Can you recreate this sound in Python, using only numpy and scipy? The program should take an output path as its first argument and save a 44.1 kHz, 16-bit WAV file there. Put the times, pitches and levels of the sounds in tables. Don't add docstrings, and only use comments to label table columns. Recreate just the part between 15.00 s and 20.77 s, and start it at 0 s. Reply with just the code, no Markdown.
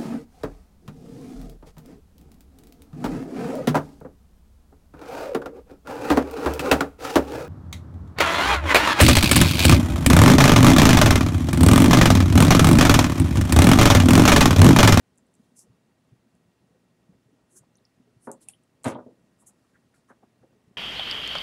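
import sys
import numpy as np
from scipy import signal
from scipy.fft import rfft, irfft
from scipy.io import wavfile
from scipy.ndimage import uniform_filter1d

SR = 44100
rng = np.random.default_rng(int(sys.argv[2]) if len(sys.argv) > 2 else 0)


def wav_record(signal):
    frames = np.transpose(np.atleast_2d(signal))
    bounded = np.clip(frames, -1, 1)
    quanta = np.round(bounded * 32767).astype(np.int16)
    wavfile.write(sys.argv[1], SR, quanta)


N = 254456
TIME = np.arange(N) / SR
SHORT = TIME[:SR // 2]


def from_db(db):
    return 10 ** (np.asarray(db) / 20)


def rms_one(x):
    return x / np.sqrt(np.mean(x ** 2) + 1e-30)


def at_hz(points, hz):
    f, value = np.transpose(points)
    return np.interp(np.log(hz + 1e-3), np.log(f), value)


def cut(x, hz, kind, order):
    edges = np.sort(np.clip(hz, 10, .45 * SR), axis=None).squeeze()
    return signal.sosfilt(signal.butter(order, edges, kind, fs=SR, output="sos"), x + 1e-18)


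def noise(spectrum, size):
    gains = from_db(at_hz(spectrum, np.fft.rfftfreq(size, 1 / SR)))
    return rms_one(irfft(rfft(rng.standard_normal(size)) * gains, size))


def drift(rate):
    knots = rng.standard_normal(int(N / SR * rate) + 2)
    return rms_one(np.interp(TIME * rate, np.arange(len(knots)), knots))


def dying(t60):
    return from_db(-60 * SHORT / t60)


def add(track, s, sound):
    start = max(round(s * SR), 0)
    track[start:start + len(sound)] += sound[:N - start]


def ventilation(air_db, hum_gain_db, flutter_db, waver):
    # frequency in Hz, relative level of the air noise in dB.
    air_shape = [(20, -24), (40, -15), (70, -7.5), (110, -7), (180, 1.5), (270, -4.5), (450, -8.5),
                 (800, -15), (1500, -20), (3000, -25), (5500, -28.5), (10000, -31.5), (12500, -39),
                 (15500, -38)]
    # pitch of a tone in Hz, level in dB before hum_gain_db is added.
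    tones = [(118.4, -76.5), (236.9, -78.5), (263.8, -79), (355.3, -85), (640.6, -85), (1890, -89),
             (2735, -92.5)]
    air = from_db(air_db) * noise(air_shape, N)
    air += cut(air, 810, "low", order=1) * (from_db(flutter_db * drift(21)) - 1)
    hum = sum(from_db(db) * np.sqrt(2) * np.sin(2 * np.pi * hz * TIME + waver * drift(2))
              for hz, db in tones)
    return air + from_db(hum_gain_db) * hum


def ticks(snap_db, snap_t60, edge_db):
    # start in seconds, peak level in dB.
    finger_ticks = [(0.157, -56), (0.177, -49), (0.183, -46), (0.268, -58), (0.340, -52), (0.352, -52),
                    (0.592, -36.5), (1.352, -55), (3.316, -24.5), (3.636, -55), (3.835, -40), (3.843, -29),
                    (3.846, -25), (3.8514, -30), (3.859, -38), (3.883, -31), (3.887, -36)]
    # start in seconds, peak level in dB, pitch in Hz.
    clicks = [(2.755, -52.5, 6040), (2.771, -54.5, 9750), (2.784, -61.5, 3950), (2.852, -48.5, 5030),
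              (3.4857, -42, 2630), (3.4865, -24, 9580), (3.4866, -54.5, 750), (3.5354, -50.5, 3120),
              (3.8448, -40, 4150), (3.948, -47.5, 3330)]
    finger_hz, finger_width_hz, pitch_over_width = 8690, 2960, 6.9
    dry = [(s, db, finger_hz, finger_width_hz) for s, db in finger_ticks]
    pitched = [(s, db, hz, hz / pitch_over_width) for s, db, hz in clicks]
    out = np.zeros(N)
    for s, peak_db, hz, width_hz in dry + pitched:
        ping = np.sin(2 * np.pi * hz * SHORT) * np.exp(-np.pi * width_hz * SHORT)
        snap = from_db(snap_db) * rng.standard_normal(len(SHORT)) * dying(snap_t60)
        snap[0] = 1
        reach_hz = 0.017 * hz + 0.55 * width_hz
        ring = signal.fftconvolve(snap, ping)[:len(SHORT)]
        ring = cut(ring, [hz - reach_hz, hz + reach_hz], "band", order=2)
        edge = cut(snap, [hz * 0.665, min(hz * 2.0, 11000)], "band", order=4)
        tick = ring / np.abs(ring).max() + from_db(edge_db) * edge / np.abs(edge).max()
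        add(out, s, from_db(peak_db) * tick / np.abs(tick).max())
    return out


def faint_blips(count, per_second, level_db, spread_db, low_hz, high_hz):
    wait, size, pitch = rng.random((count, 3)).T
    times = np.cumsum(2 * wait / per_second)
    levels = level_db + spread_db * (2 * size - 1)
    pitches = low_hz * (high_hz / low_hz) ** pitch
    return [row for row in zip(times, levels, pitches) if row[0] < TIME[-1]]


def low_blips(t60, rise_s):
    # start in seconds, peak level in dB, pitch in Hz.
    louder = [(0.223, -55.5, 240), (0.394, -49.5, 228), (0.515, -52.5, 232), (0.693, -54.5, 120),
              (1.117, -47, 130), (1.257, -54, 233), (2.089, -49.5, 177.6), (2.256, -53.5, 129),
              (2.326, -52, 265), (2.554, -52.5, 365), (2.603, -52.5, 139), (2.996, -52, 253),
              (3.16, -52.5, 123), (5.407, -53.5, 127), (5.67, -53.5, 124)]
    faint = faint_blips(count=40, per_second=3.6, level_db=-59, spread_db=2.5, low_hz=201, high_hz=519)
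    out = np.zeros(N)
    for s, level_db, hz in louder + faint:
        swell = (1 - np.exp(-SHORT / rise_s)) ** 2
        blip = np.sin(2 * np.pi * hz * SHORT) * dying(t60) * swell
        add(out, s, from_db(level_db) * blip / np.abs(blip).max())
    return out


def rubs(strokes, grain_db, grain_rate, fringe_db, order):
    out = np.zeros(N)
    catching = from_db(grain_db * drift(grain_rate))
    for s, level_db, rise, fall, low_hz, high_hz in strokes:
        speed = np.exp(-.5 * ((TIME - s) / np.where(TIME < s, rise, fall)) ** 2)
        slips = rng.standard_normal((2, N)) * catching
        core = rms_one(cut(slips[0], [low_hz, high_hz], "band", order=order))
        fringe = rms_one(cut(slips[1], [low_hz, high_hz * 1.05], "band", order=2))
        out += from_db(level_db) * speed * (core + from_db(fringe_db) * fringe)
    return out


def swishes(top_hz):
    # fastest moment in seconds, level in dB, rise and fall in seconds, lower edge in Hz.
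    slides = [(0.45, -77.5, 0.11, 0.07, 3500), (0.566, -61, 0.0025, 0.014, 6840),
              (0.594, -56.5, 0.019, 0.027, 5420), (2.530, -66, 0.02, 0.03, 6300),
              (2.576, -52.5, 0.013, 0.012, 6120), (3.250, -64.5, 0.023, 0.024, 8150),
              (3.258, -68.5, 0.031, 0.029, 4800), (3.419, -61.5, 0.0065, 0.024, 7360),
              (3.432, -64.5, 0.015, 0.009, 2800), (3.497, -60, 0.008, 0.0061, 1210),
              (3.505, -65, 0.017, 0.028, 9060), (3.876, -48, 0.016, 0.024, 4900),
              (4.415, -66, 0.016, 0.016, 7100), (4.473, -54, 0.0057, 0.017, 6400),
              (4.74, -81, 0.46, 0.12, 4000), (4.945, -71.5, 0.003, 0.045, 3540),
              (5.097, -71.5, 0.011, 0.016, 5600)]
    strokes = [(*row, top_hz) for row in slides]
    return rubs(strokes, grain_db=0.0, grain_rate=900, fringe_db=-5.5, order=5)


def scuffs(width_hz, fall_over_rise):
    # fastest moment in seconds, level in dB, rise in seconds, lower edge in Hz.
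    shifts = [(2.566, -68.5, 0.0083, 950), (2.635, -62.5, 0.0037, 330), (4.424, -64, 0.01, 300),
              (4.500, -66.5, 0.019, 297), (4.652, -69, 0.0056, 1010), (4.753, -63.5, 0.008, 1300),
              (4.949, -65, 0.009, 1270), (5.105, -54.5, 0.01, 860), (5.235, -57, 0.0071, 222),
              (5.430, -69, 0.0066, 920)]
    strokes = [(s, db, rise, fall_over_rise * rise, low_hz, low_hz + width_hz)
               for s, db, rise, low_hz in shifts]
    return rubs(strokes, grain_db=0.5, grain_rate=300, fringe_db=-9.5, order=3)


def knocks(crack_db, crack_t60, push_db, spread_db, damping, settle_s):
    # start in seconds, level in dB, frequency in Hz above which the blow is dulled.
    blows = [(3.272, -35, 1290), (3.294, -39.5, 1120), (3.844, -42, 4800), (3.8517, -35, 2600),
             (3.858, -26, 3440), (3.865, -24.5, 780), (3.876, -27.5, 2500), (3.900, -36, 1280),
             (3.919, -44, 3580), (3.9534, -34.5, 930), (3.9853, -40, 1200), (4.063, -45, 590),
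             (4.082, -51.5, 530), (4.105, -59.5, 520), (5.104, -51, 760), (5.433, -54, 620)]
    # pitch in Hz, relative level in dB, seconds to fade by 60 dB before damping.
    desk_tones = [(88.4, -14, 0.59), (139.7, 2, 0.16), (194, -10.5, 1), (242, 5.5, 0.34), (308, -6.5, 0.14),
                  (337.2, -7.5, 0.51), (420, -12, 0.23), (510, -0.5, 0.061), (545.4, -7.5, 0.27),
                  (605, -3.5, 0.18), (756, -16, 0.036), (748, -36, 0.43), (807, -10, 0.16), (871, -8, .18),
                  (939, -13, 0.26), (991, -15, 0.77), (990, -21, 0.089), (1150, -32, 0.3),
                  (1260, -8.5, 0.14), (1448, -16, 0.21), (1543, -8, 0.09), (1620, -15, 0.14),
                  (2140, -17, 0.084)]
    # frequency in Hz, relative level in dB.
    crack_shape = [(150, -11), (400, 11.5), (1000, 7), (2000, -0.5), (3500, -1), (6000, -8), (15000, -15)]
    full_blow_db, db_per_octave = -26.5, 6.5
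    hz, tone_db, t60 = np.transpose(desk_tones)[:, :, None]
    tones = np.sin(2 * np.pi * hz * SHORT) * dying(t60 / damping) * from_db(tone_db)
    signs = (-1) ** np.arange(len(desk_tones))
    out = np.zeros(N)
    for s, level_db, bright_hz in blows:
        strengths = signs * from_db(spread_db * rng.standard_normal(len(desk_tones)))
        crack = from_db(crack_db) * noise(crack_shape, len(SHORT)) * dying(crack_t60)
        ring = strengths @ tones + crack
        ring[0] += from_db(push_db)
        ring *= np.exp(-(SHORT / settle_s) ** 2)
        low_hz = min(117 * 2 ** ((full_blow_db - level_db) / db_per_octave), 358)
        blow = cut(cut(ring, bright_hz, "low", order=4), low_hz, "high", order=2)
        opening_level = np.sqrt(np.mean(blow[:SR // 100] ** 2))
        add(out, s, from_db(level_db) * blow / opening_level)
    return out


def office(dry, tail_db, gap_s, wall_db):
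    # frequency in Hz, seconds for the tail to fade by 60 dB.
    fade_times = [(100, 0.29), (500, 0.24), (1200, 0.18), (2500, 0.18), (8000, 0.084), (15000, 0.077)]
    edges = np.geomspace(50, 18000, 10)
    white = rng.standard_normal(len(SHORT))
    tail = sum(cut(white, [lo, hi], "band", order=2) * dying(at_hz(fade_times, np.sqrt(lo * hi)))
               for lo, hi in zip(edges, edges[1:]))
    tail *= np.clip(SHORT / gap_s - 1, 0, 1)
    out = dry + from_db(tail_db) * signal.fftconvolve(dry, tail / np.linalg.norm(tail))[:N]
    add(out, s=.0185, sound=from_db(wall_db) * dry)
    return out


def suppress(x, depth_db, threshold_db, size):
    overlap = size - size // 4
    spectra = signal.stft(x, nperseg=size, noverlap=overlap)[2]
    power = uniform_filter1d(np.abs(spectra) ** 2, size=7, axis=0)
    power = uniform_filter1d(power, size=3, axis=1)
    excess = power / np.median(power, axis=1, keepdims=True) / from_db(threshold_db) ** 2
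    gain = from_db(-depth_db / (1 + excess ** 2))
    return signal.istft(spectra * gain, nperseg=size, noverlap=overlap)[1][:N]


def scene():
    desk = knocks(crack_db=1.0, crack_t60=0.17, push_db=25.0, spread_db=4.5, damping=1.57, settle_s=0.091)
    desk = office(desk, tail_db=-19.0, gap_s=0.011, wall_db=-22)
    blips = office(low_blips(t60=0.086, rise_s=0.0046), tail_db=-24.0, gap_s=0.0057, wall_db=-31)
    fingers = ticks(snap_db=-19.5, snap_t60=0.017, edge_db=-12.0)
    fingers = office(fingers, tail_db=-8.5, gap_s=0.0046, wall_db=-27)
    sleeves = office(swishes(top_hz=10800), tail_db=-13.0, gap_s=0.0093, wall_db=-29)
    palms = office(scuffs(width_hz=757, fall_over_rise=1.55), tail_db=-13.5, gap_s=0.0033, wall_db=-29)
    air = ventilation(air_db=-61.5, hum_gain_db=5.0, flutter_db=1.1, waver=0.54)
    return (desk + blips + fingers + sleeves + palms + air)[None]


def record(dry):
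    thin = cut(dry[0], 25, "high", order=2)
    quiet = suppress(thin, depth_db=6.5, threshold_db=6.5, size=512)
    treble_cut = signal.ellip(12, .1, 80, 15700, fs=SR, output="sos")
    return signal.sosfilt(treble_cut, quiet)[None]


dry = scene()
out = record(dry)
wav_record(out)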